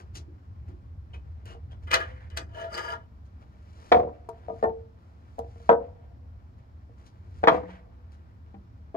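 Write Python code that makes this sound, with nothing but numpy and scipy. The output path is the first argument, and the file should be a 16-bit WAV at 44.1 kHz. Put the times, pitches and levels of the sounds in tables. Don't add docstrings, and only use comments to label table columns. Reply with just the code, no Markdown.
import sys
import numpy as np
from scipy import signal
from scipy.io import wavfile
from scipy.ndimage import uniform_filter1d

SR = 44100
rng = np.random.default_rng(int(sys.argv[2]) if len(sys.argv) > 2 else 0)


def pcm_store(signal):
    levels = np.round(np.clip(np.atleast_2d(signal), -1, 1) * 32767)
    wavfile.write(sys.argv[1], SR, levels.astype(np.int16).T)


def boost_factor(decibels):
    exponent = np.asarray(decibels, float) / 20
    return 10 ** exponent


N = 395136

BOARD_LAG_S, STEEL_LAG_S = 0.00012, 0.00042


def rms_one(x):
    return x / np.sqrt(np.mean(x ** 2) + 1e-20)


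def at_hz(points, hz):
    table_hz, value = np.array(points).T
    return np.interp(np.log(hz), np.log(table_hz), value)


def drift(rate_hz):
    r = np.exp(-80 * np.pi * rate_hz / SR)
    slow = signal.lfilter([1], [1, -2 * r, r * r], rng.standard_normal(N // 40 + 2002))[2000:]
    return np.interp(np.arange(N) / 40, np.arange(len(slow)), rms_one(slow))


def ring(clicks, hz, t60_s):
    r = boost_factor(-60 / (np.clip(t60_s, 0.005, 1.2) * SR))
    w = 2 * np.pi * hz / SR
    return signal.lfilter([0, np.sin(w)], [1, -2 * r * np.cos(w), r * r], clicks + 1e-18)


def fade(clicks, decay_s):
    return signal.lfilter([1], [1, -np.exp(-1 / (decay_s * SR))], clicks + 1e-18)


def band(x, low_hz, high_hz):
    sos = signal.butter(2, [low_hz, min(high_hz, 0.45 * SR)], "band", fs=SR, output="sos")
    return signal.sosfilt(sos, x + 1e-18)


def high_pass(x, order, hz):
    return signal.sosfilt(signal.butter(order, hz, "high", fs=SR, output="sos"), x)


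def grains(per_s, spread_db):
    sizes = boost_factor(spread_db * np.minimum(rng.exponential(1, N), 4)) * rng.standard_normal(N)
    return rms_one(sizes * (rng.random(N) < per_s / SR))


def clicks_at(rows, gains):
    out = np.zeros((2, N))
    out[:, [min(round(row[0] * SR), N - 1) for row in rows]] = gains
    return out


def strokes(rows, rise_db_s, fall_db_s):
    t = np.arange(N) / SR
    level_db, colour_db = np.full(N, -150.), np.zeros(N)
    for start_s, hold_s, top_db, tint_db in rows:
        before_s, after_s = np.maximum(start_s - t, 0), np.maximum(t - start_s - hold_s, 0)
        own_db = top_db - rise_db_s * before_s - fall_db_s * after_s
        colour_db = np.where(own_db > level_db, tint_db, colour_db)
        level_db = np.maximum(level_db, own_db)
    return level_db, colour_db


def late_right(x, lag_s):
    lag = round(lag_s * SR)
    return np.array([x[0], np.r_[np.zeros(lag), x[1, :N - lag]]])


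# freq_hz, level_db_per_hz
HUM_SPECTRUM = [(20, -41.5), (35, -18.5), (55, -11), (75, 1), (100, -7), (130, -19.5), (230, -22.5),
                (400, -37), (700, -35.5), (1200, -39.5), (2500, -54.5), (5000, -57), (9000, -72.5),
                (15500, -68)]
# time_s, level_db
HUM_SWELL = [(0.0, -44.5), (0.22, -44), (0.42, -51.5), (0.5, -43.5), (2.49, -43.5), (2.59, -47.5),
             (3.89, -49), (3.97, -38), (4.16, -52), (4.72, -46), (5.01, -53), (5.37, -47), (7.14, -49.5),
             (7.51, -40), (7.66, -49.5), (8.96, -48.5)]
# freq_hz, likeness [-1..1]
HUM_LIKENESS = [(60, 0.97), (180, .93), (550, -0.1), (1400, -0.45), (3100, 0.05), (15000, .05)]


def hum():
    out, edges_hz = 0, 22 * 2 ** np.arange(0, 9.9, 0.4)
    white = rng.standard_normal((2, 2, N))
    time_s, level_db = np.transpose(HUM_SWELL)
    swell_db = np.interp(np.arange(N) / SR, time_s, level_db)
    for k, (low_hz, high_hz) in enumerate(zip(edges_hz, edges_hz[1:])):
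        mid, side = band(white[k % 2], low_hz, high_hz)
        hz = np.sqrt(low_hz * high_hz)
        alike = np.clip(at_hz(HUM_LIKENESS, hz), -1, 1)
        base_db = swell_db if hz < 140 else np.mean(level_db)
        gain = boost_factor(at_hz(HUM_SPECTRUM, hz) + base_db + 26.5 + 0.52 * drift(3.1))
        out = out + gain * (np.sqrt(1 + alike) * mid + np.sqrt(1 - alike) * side * [[1], [-1]])
    return out


# start_s, hold_s, level_db, dryness_db
SCUFFS = [(0.0, 0.002, -54, -1.5), (.155, 0.015, -42, 17), (.685, 0.0025, -64.5, -3.5),
          (1.14, 0.009, -61, -5.5), (1.46, 0.069, -57, -2.5), (1.715, 0.0086, -65.5, -10.5),
          (1.83, 0.0072, -65, 3.5), (3.255, 0.0086, -74, 19), (3.415, 0.0043, -66.5, -5),
          (4.345, 0.0084, -93.5, -22), (4.99, 0.108, -81, 7), (5.47, 0.11, -86.5, 17),
          (6.585, 0.0041, -80.5, -18), (6.98, 0.069, -72, 0.5), (7.065, 0.0075, -57, 13),
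          (7.35, 0.041, -71.5, 0), (8.12, 0.028, -66.5, 3), (8.775, 0.011, -101.5, 7)]
SCUFF_RISE_DB_S, SCUFF_FALL_DB_S = 1800, 600
# fastest_s, hold_s, level_db, dryness_db
FACE_SLIDES = [
    (3.84, 0.15, -60, 2.5),
    (4.47, 0.017, -74.5, -10),
    (4.61, 0.011, -66.5, 1),
    (5.365, 0.029, -71, 8),
    (5.67, 0.014, -62.5, 4),
    (7.42, .012, -67.5, 6),
]
FACE_RISE_DB_S, FACE_FALL_DB_S = 63, 700
# time_s, peak_db
SNAPS = [(0.1534, -39), (0.6872, -57), (1.4566, -40), (2.3722, -26), (2.376, -29), (3.918, -34),
         (4.2912, -37), (4.637, -39), (5.3906, -35), (5.693, -40), (6.5896, -66)]
IDLE_DB, IDLE_STIR_DB, IDLE_DRY_DB = -91.5, 2, -2.5
TREAD_DRY_SHARE, TREAD_FLOOR_DB = 0.9, -71
RUSTLE_LEFT_DB = 1.5


def rustle():
    idle = IDLE_DB + IDLE_STIR_DB * drift(2.5), IDLE_DRY_DB
    scuffs = strokes(SCUFFS, SCUFF_RISE_DB_S, SCUFF_FALL_DB_S)
    slides = strokes(FACE_SLIDES, FACE_RISE_DB_S, FACE_FALL_DB_S)
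    moves = [scuffs, slides, idle]
    tread_gain = sum(boost_factor(db + 3.5 - TREAD_DRY_SHARE * dry_db) for db, dry_db in moves)
    tread_gain = tread_gain + boost_factor(TREAD_FLOOR_DB + 2.3 * drift(7.7))
    rub_gain = sum(boost_factor(db - 6.0) for db, _ in moves)
    crackle_gain = sum(boost_factor(db + dry_db - 24.5) for db, dry_db in moves)
    tread = rms_one(band(grains(1700, 0.43), 250, 1400)) * tread_gain * boost_factor(-3.0)
    rub = rms_one(band(grains(3000, 2.8), 1000, 6000)) * rub_gain
    crackle = rms_one(band(grains(9000, 4.2), 3000, 7100)) * crackle_gain
    snaps = band(clicks_at(SNAPS, boost_factor(np.array(SNAPS)[:, 1] + 8.5)), 1100, 11000)
    return (tread + rub + crackle) * boost_factor(np.array([[1.], [-1.]]) * RUSTLE_LEFT_DB) + snaps


# start_s, hold_s, level_db, brightness_db
SETTLING = [(2.02, 0.057, -46, -8.5), (2.1, 0.12, -59, 1), (2.22, .01, -54, -5), (3.98, .03, -52.5, -18.5),
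            (4.13, 0.027, -62.5, -34), (4.36, 0.012, -72, -14), (5.8, .05, -68, -29),
            (7.53, 0.016, -39.5, -9.5), (7.61, 0.047, -53.5, 1), (7.685, 0.024, -48.5, -18),
            (7.735, .015, -49.5, -15)]
SETTLE_RISE_DB_S, SETTLE_FALL_DB_S = 499, 237
# start_s, hold_s, level_db, depth_db
STEPS = [
    (.16, 0.0085, -52.5, 4.5),
    (.27, .005, -55, 7),
    (.3, .005, -59, -9),
    (.685, 0.0074, -51, 1.5),
    (2.385, 0.025, -48, -18),
    (3.99, 0.052, -43.5, -0.5),
    (4.49, 0.01, -47, -14),
    (7.2, .02, -71, 1.5),
    (8.545, 0.037, -67.5, 18),
]
STEP_RISE_DB_S, STEP_FALL_DB_S = 1500, 290


def settling():
    level_db, bright_db = strokes(SETTLING, SETTLE_RISE_DB_S, SETTLE_FALL_DB_S)
    grit = grains(5000, 2.0) + 0.6 * rng.standard_normal((2, N))
    grit = grit * boost_factor(level_db + 2.5 * drift(35))
    lower = band(grit, 600, 2000) * boost_factor(4.5)
    upper = band(band(grit * boost_factor(bright_db), 1200, 2300), 1200, 2300) * boost_factor(4.0)
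    step_db, depth_db = strokes(STEPS, STEP_RISE_DB_S, STEP_FALL_DB_S)
    ground = rng.standard_normal(N) * boost_factor(step_db + 23)
    thump = band(band(ground, 180, 370), 180, 370)
    deep = band(ground * boost_factor(depth_db - 6.5), 86, 210)
    return lower + upper + thump + deep


# start_s, hold_s, level_db, freq_hz
BRUSHES = [
    (1.142, 0.003, -55.5, 2543),
    (1.135, 0.0036, -54, 3030),
    (1.456, 0.071, -59, 2885),
    (1.459, .05, -65, 1800),
    (1.711, 0.0042, -61.5, 3250),
]
BRUSH_RISE_DB_S, BRUSH_FALL_DB_S, BRUSH_WIDTH_HZ = 4200, 502, 100


def brushes():
    out, noise = np.zeros(N), rng.standard_normal(N)
    for start_s, hold_s, top_db, hz in BRUSHES:
        level_db, _ = strokes([(start_s, hold_s, top_db, 0)], BRUSH_RISE_DB_S, BRUSH_FALL_DB_S)
        out += ring(noise * boost_factor(level_db - 16.5), hz, 2.0 / BRUSH_WIDTH_HZ)
    return out


# time_s, peak_db
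KNOCKS = [
    [(3.9175, -5), (3.922, -6.5), (3.943, -11.5), (3.969, -16), (3.997, -19.5), (4.029, -25),
     (4.069, -32.5), (4.09, -35)],
    [(4.288, -28.5)],
    [(4.484, -27.5), (4.499, -24), (4.544, -40.5), (4.579, -60)],
    [(4.627, -14.5), (4.640, -11.5), (4.654, -23), (4.695, -33.5)],
    [(5.383, -29), (5.391, -22), (5.445, -41.5), (5.559, -46), (5.602, -44.5), (6.894, -51.5),
     (1.55, -41.5)],
    [(5.6915, -2.5), (5.697, -10), (5.714, -9.5), (5.729, -16.5), (5.749, -24.5), (5.77, -34), (5.806, -32),
     (5.845, -45), (5.88, -43)],
    [(7.432, -20), (7.438, -9.5), (7.451, -41)],
    [(7.473, -4), (7.481, -3.5), (7.494, -16.5), (7.519, -17), (7.544, -19), (7.575, -28), (7.6, -33),
     (7.635, -33.5), (7.69, -38.5)],
    [(8.542, -37)],
    [(8.944, -27.5), (8.950, -22.5)],
]
# freq_hz, level_db, t60_s
BOARDS = [
    [(240, -16, 0.12), (305, -17, 0.17), (469, -6.5, 0.5), (494.5, -8, 1), (567, -7, 0.4),
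     (643.6, -8.5, 0.23), (693.5, -2.5, 0.3), (735.8, 1, .3), (920, -16.5, .2), (963, -10.5, .1),
     (1160, -10, .18), (1460, -21, 0.11), (1830, -16, .1)],
    [(443, -1, 0.17), (673, -4.5, 0.28), (770, -13, 0.083), (944, 1, 0.18), (1110, -17, 0.12),
     (1196, -9.5, 0.16)],
    [(272, -21.5, 0.17), (456, -5.5, .35), (623, 1, 0.088), (688, 3.5, 0.11), (760, -11, 0.17),
     (947, -7.5, 0.23), (1224, -20, 0.25)],
    [(236, -13, 0.081), (453.6, -4.5, 0.72), (647.6, 3, 0.032), (741.5, -9, 0.24), (779, -17, 0.14),
     (893, -8, 0.29), (1078, -22, 0.19), (1160, -22.5, 0.15), (1422, -25.5, 0.17), (1797, -20.5, 0.21)],
    [(254.7, -13.5, 0.098), (470, -8.5, 0.27), (703.4, 1.5, 0.054), (801, -20, 0.22), (950, -21, 0.15),
     (960, -7.5, 0.07)],
]
# freq_hz, level_db, t60_s
MORE_BOARDS = [
    [(249.7, -9, 0.12), (464.6, -10, 0.44), (493.4, -12, .62), (553, -14, 0.47), (686, -4, 0.2),
     (703, 4, 0.056), (947, -2.5, 0.25), (987, -9, .2), (1300, -13, .21), (1518, -9.5, 0.24),
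     (640, -10.5, .15), (1730, -10, .1)],
    [(300, -9.5, 0.036), (460, -7, .1), (736, 5, 0.04), (954, -14.5, 0.14), (1496, -11.5, 0.087),
     (1930, -20.5, 0.038)],
    [(183.4, -17.5, .9), (290.6, -4.5, 0.083), (496.5, -2, 0.61), (432, -10.5, 0.24), (603, -10.5, 0.092),
     (662, -3, 0.21), (736, -8, 0.3), (874, -10.5, 0.033), (931, 4.5, 0.038), (1173, 3.5, 0.1),
     (1353, -14.5, 0.12), (1540, -12.5, .15), (1745, -5, .1), (1850, -11, 0.031)],
    [(199, -9, 0.34), (304, -7, 0.04), (794, -10, 0.23)],
    [(263, -10, 0.11), (347, -4, .15), (474.5, -6.5, 0.13), (665.6, -3.5, 0.18), (1140, -14, 0.073)],
]
# crack_db (re peak), left_minus_right_db, thud_db (re peak)
CONTACTS = [
    (-23.5, 2, -31.5),
    (-42, 5.5, -32.5),
    (-69, 6.5, -56),
    (-48, 2.7, -39.5),
    (-50, 2, -44.5),
    (-37, 3, -33.5),
    (-30, 3, -38.5),
    (-21.5, 3, -28.5),
    (-32.5, 7, -37),
    (-39.5, 5, -42),
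]
BOUNCE_DULLING = 0.8
BOUNCE_TILT = 0.35
MODE_T60_SCALE, MODE_MAX_CYCLES = 0.53, 170


def boards():
    out, chatter = np.zeros((2, N)), rng.standard_normal((2, N))
    thuds, cracks = np.zeros((2, 2, N))
    for knocks, modes, (crack_db, pan_db, thud_db) in zip(KNOCKS, BOARDS + MORE_BOARDS, CONTACTS):
        time_s, peak_db = np.transpose(knocks)
        count, below_db = len(time_s), peak_db - max(peak_db)
        side_db = np.array([[0.5], [-0.5]]) * pan_db
        heard = slice(int(min(time_s) * SR) - 10, int((max(time_s) + 0.7) * SR))
        body = np.zeros((2, N))
        for k, (hz, level_db, t60_s) in enumerate(modes):
            spot_db = rng.standard_normal((count, 1)) + 0.8 * rng.standard_normal((count, 2))
            sign = (-1) ** (k * (1 + np.arange(count)) // 2)
            place = 1.3 * k % 3.3
            tilt_db = BOUNCE_TILT * np.maximum(below_db, -20) * np.log2(hz / 600)
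            mode_side_db = side_db * hz / (hz + 300)
            gains = sign * boost_factor(peak_db + mode_side_db + level_db + spot_db.T + tilt_db)
            blows = late_right(clicks_at(knocks, gains), BOARD_LAG_S * place)[:, heard]
            body[:, heard] += ring(blows, hz, np.clip(MODE_T60_SCALE * t60_s, 0.02, MODE_MAX_CYCLES / hz))
        body = fade(body, 0.00006)
        out += body / np.max(np.abs(body)) * boost_factor(max(peak_db) + 3.0)
        thuds += clicks_at(knocks, boost_factor(peak_db + side_db + thud_db))
        cracks += clicks_at(knocks, boost_factor(peak_db + side_db + crack_db + BOUNCE_DULLING * below_db - 21.0))
    push = fade(fade(thuds, 0.0021), 0.0067)
    out += band(band(chatter[0] * push, 450, 1200), 450, 1200) * boost_factor(-3.0)
    crack = chatter[1] * fade(fade(cracks, 0.00098), 0.0063)
    out += band(crack, 1100, 2200) * boost_factor(11.5)
    out += band(crack, 2700, 3300) * boost_factor(1.5)
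    out += band(crack, 4200, 16000) * boost_factor(-26.5)
    return high_pass(out, 4, 170)


# freq_hz, level_db, t60_s
BUNK = [(187.3, -51, 0.6), (490, -43, 0.35)]


def bunk(blows):
    return sum(boost_factor(level_db - 19.0) * ring(blows, hz, t60_s) for hz, level_db, t60_s in BUNK)


# time_s, peak_db
CLAMP_HITS = [(1.8721, -58.5), (1.9144, -26), (1.9324, -32), (1.941, -12.5), (1.958, -32.5), (2.004, -45),
              (2.3013, -55.5), (2.3715, -39.5), (2.373, -26), (2.742, -37), (2.778, -33.5), (2.791, -41.5)]
# freq_hz, level_db, t60_s
CLAMP_MODES = [(516.5, -2, 0.3), (767.0, -5.5, 0.39), (960, -3.5, 0.28), (1127, -9.5, 0.19),
               (1530, 7.5, 0.32), (1760, -5.5, 0.25), (2008, -3.5, 0.35), (2250, -24.5, 0.28),
               (2900, 2.5, 0.15), (2600, -11.0, 0.25), (2488, -7.5, 0.27), (3030, -4.5, 0.54),
               (3280, -4.5, 0.18), (3650, -7.5, 0.054), (4100, -6.5, 0.098), (4460, -16.5, 0.12),
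               (5800, -18.5, 0.15), (5400, -11.5, 0.2), (8000, -17.0, 0.052), (7900, -12.0, 0.036),
               (9130, -37, 0.14), (9630, -55.0, 1.1), (10860, -14.5, 0.043), (10200, -20, 0.064),
               (12884, -12.0, 0.067)]
CLAMP_RING_S = 0.13


def clamp_blows(heard):
    hits = clicks_at(CLAMP_HITS, boost_factor(np.array(CLAMP_HITS)[:, 1] - 16.0))
    taps = fade(hits, 0.0001)[:, heard] * boost_factor(7.5)
    rattle = (fade(hits, 0.0035) * rng.standard_normal(N))[:, heard]
    out = band(rattle, 900, 4900) * boost_factor(24.0) + band(rattle, 4000, 14000) * boost_factor(-8.0)
    t = np.arange(N)[heard] / SR
    hit = np.searchsorted(np.array(CLAMP_HITS)[:, 0], t + 2 / SR)
    for hz, mode_db, t60_s in CLAMP_MODES:
        spot = boost_factor(2.5 * rng.standard_normal(len(CLAMP_HITS) + 1))[hit]
        gain = boost_factor(mode_db - 20.5 + rng.standard_normal((2, 1)))
        out = out + gain * ring((taps + 0.34 * rattle) * spot, hz, min(0.5 * t60_s, CLAMP_RING_S))
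    return out


# start_s, hold_s, level_db, brightness_db
JOLTS = [
    (1.873, 0.0031, -43.5, -28.5),
    (1.912, 0.0028, -21, -18.5),
    (1.93, 0.0088, -17, -17),
    (1.99, 0.025, -34.5, -40),
    (2.04, 0.034, -55.5, -29),
    (2.11, 0.047, -59.5, -21),
    (2.305, 0.047, -54.5, -33),
    (2.369, 0.0042, -32.5, -0.5),
]
JOLT_RISE_DB_S, JOLT_FALL_DB_S = 3000, 450
# time_s, level_db, brightness_db
DRAG = [
    [(2.49, -55, -16), (2.502, -62, -32), (2.574, -40, -27), (2.594, -38.5, -39), (2.608, -40.5, -17),
     (2.648, -41, -47), (2.7, -54, -21)],
    [(2.7, -50, -12.5), (2.748, -37.5, -2), (2.76, -40, -15), (2.78, -31, -16.5), (2.834, -40, -8),
     (2.94, -37.5, -17.5), (2.986, -60.5, -45), (3.04, -68, -21)],
]
# freq_hz, width_hz, jolts_db, first_pull_db, second_pull_db
RUB_RINGS = [(524, 32, -4.5, -27, -15), (670, 36, -2.5, 8.5, 0.5), (940, 44, -5, 4, 3),
             (1229, 47, 1, -3, 2.5), (1400, 60, 3, 3.5, 4.5), (1680, 37, 4.5, 0.5, 5),
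             (1850, 45, 0.5, -7, -2), (2010, 80, 0, -29, -11.5), (2420, 60, -2, -22, -22.5),
             (2950, 80, -0.5, -4.5, -4), (4794, 160, -0.5, -3, 1.5), (6180, 80, -6, -2, -13.5),
             (7710, 39, -10.5, -28, -20.5), (9400, 150, -16, -31, -30)]


def clamp_slide(heard, catch):
    t = np.arange(N)[heard] / SR
    jolt = np.array(strokes(JOLTS, JOLT_RISE_DB_S, JOLT_FALL_DB_S))[:, heard]
    time_s, pull_db, pull_bright_db = np.transpose(DRAG[0] + DRAG[1])
    drag = [np.interp(t, time_s, pull_db, left=-150, right=-150) + 2.6,
            np.interp(t, time_s, pull_bright_db) + 3.2]
    jolting = jolt[0] > drag[0]
    level_db, bright_db = np.where(jolting, jolt, drag)
    phase = np.where(jolting, 0, np.where(t < DRAG[1][0][0], 1, 2))
    slips = (0.7 * grains(4000, 2.6) + 0.4 * rng.standard_normal((2, N)))[:, heard]
    slips = slips * boost_factor(catch[heard])
    wander = rms_one(uniform_filter1d(catch, size=600))
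    out = band(slips, 800, 2600) * boost_factor(level_db - 8.5)
    out = out + band(slips, 2600, 7000) * boost_factor(level_db + bright_db - 36.5)
    for k, (hz, width_hz, *phase_db) in enumerate(RUB_RINGS):
        wander_db = 3 * np.roll(wander, 9000 * k + 9000)[heard]
        ring_db = level_db + np.array(phase_db)[phase] - 31.0 + (bright_db + 6.0) * (hz > 4000) + wander_db
        out = out + ring(slips * boost_factor(ring_db), hz, 2.5 / width_hz)
    return out


# freq_hz, level_db, t60_s
FRAME_LINE = (512, -41, .7)
FRAME_STRUCK = [
    (1.941,),
]


def clamp():
    heard = slice(int(1.8 * SR), int(3.3 * SR))
    catch = drift(45)
    hz, line_db, t60_s = FRAME_LINE
    out = ring(clicks_at(FRAME_STRUCK, boost_factor(line_db)), hz, t60_s) * boost_factor(3 * catch)
    out[:, heard] += high_pass(clamp_blows(heard) + clamp_slide(heard, catch), 2, 350)
    return out * boost_factor([[1.2], [-1.2]])


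# freq_hz, t60_s
YARD_T60 = [(150, 0.2), (500, 0.3), (1500, 0.087), (4000, 0.11), (12000, 0.059)]
# delay_s, smear_s, level_db, low_hz, high_hz
FAR_WALL = (-1, 0.56, -33, 1100, 2598.5)
# t60_s, level_db, low_hz, high_hz
FAR_TAIL = (1.54, -34.5, 400, 800.5)
ALIKE_BELOW_HZ = 600


def yard(x):
    t, tail = np.arange(SR) / SR, 0
    for low_hz in 100 * 2. ** np.arange(7):
        left, other = band(rng.standard_normal((2, SR)), low_hz, 2 * low_hz)
        alike = 1 / (1 + (low_hz / ALIKE_BELOW_HZ) ** 2)
        noise = np.array([left, alike * left + np.sqrt(1 - alike ** 2) * other])
        tail = tail + noise * boost_factor(-60 * t / at_hz(YARD_T60, np.sqrt(2) * low_hz))
    delay_s, smear_s, wall_db, low_hz, high_hz = FAR_WALL
    wall = band(rng.standard_normal((2, SR)), low_hz, high_hz) * np.exp(-((t - delay_s) / smear_s) ** 2)
    t60_s, far_db, low_hz, high_hz = FAR_TAIL
    far = band(rng.standard_normal((2, SR)), low_hz, high_hz) * boost_factor(far_db - 60 * t / t60_s)
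    tail = (tail + boost_factor(wall_db) * wall + far) * np.clip(t / 0.0051, 0, 1)
    return signal.fftconvolve(x, tail / np.sqrt(np.sum(tail ** 2) / 2), axes=1)[:, :N]


BOARD_SCATTER_DB, STEEL_SCATTER_DB = -12.5, -8


def scene():
    wood = late_right(boards(), BOARD_LAG_S)
    steel = late_right(clamp(), STEEL_LAG_S)
    handling = late_right(settling() + rustle() + brushes(), STEEL_LAG_S)
    rest = steel + bunk(wood + steel) + handling
    scatter = yard(boost_factor(BOARD_SCATTER_DB) * wood + boost_factor(STEEL_SCATTER_DB) * rest)
    return wood + rest + scatter + hum()


def roll_off(x):
    return signal.sosfilt(signal.butter(12, 15720, fs=SR, output="sos"), x)


def record(dry):
    dull = signal.sosfilt(signal.butter(2, 17000, fs=SR, output="sos"), dry)
    held = 1.2 * np.tanh(dull / 1.2)
    return roll_off(held)


dry = scene()
out = record(dry)
pcm_store(out)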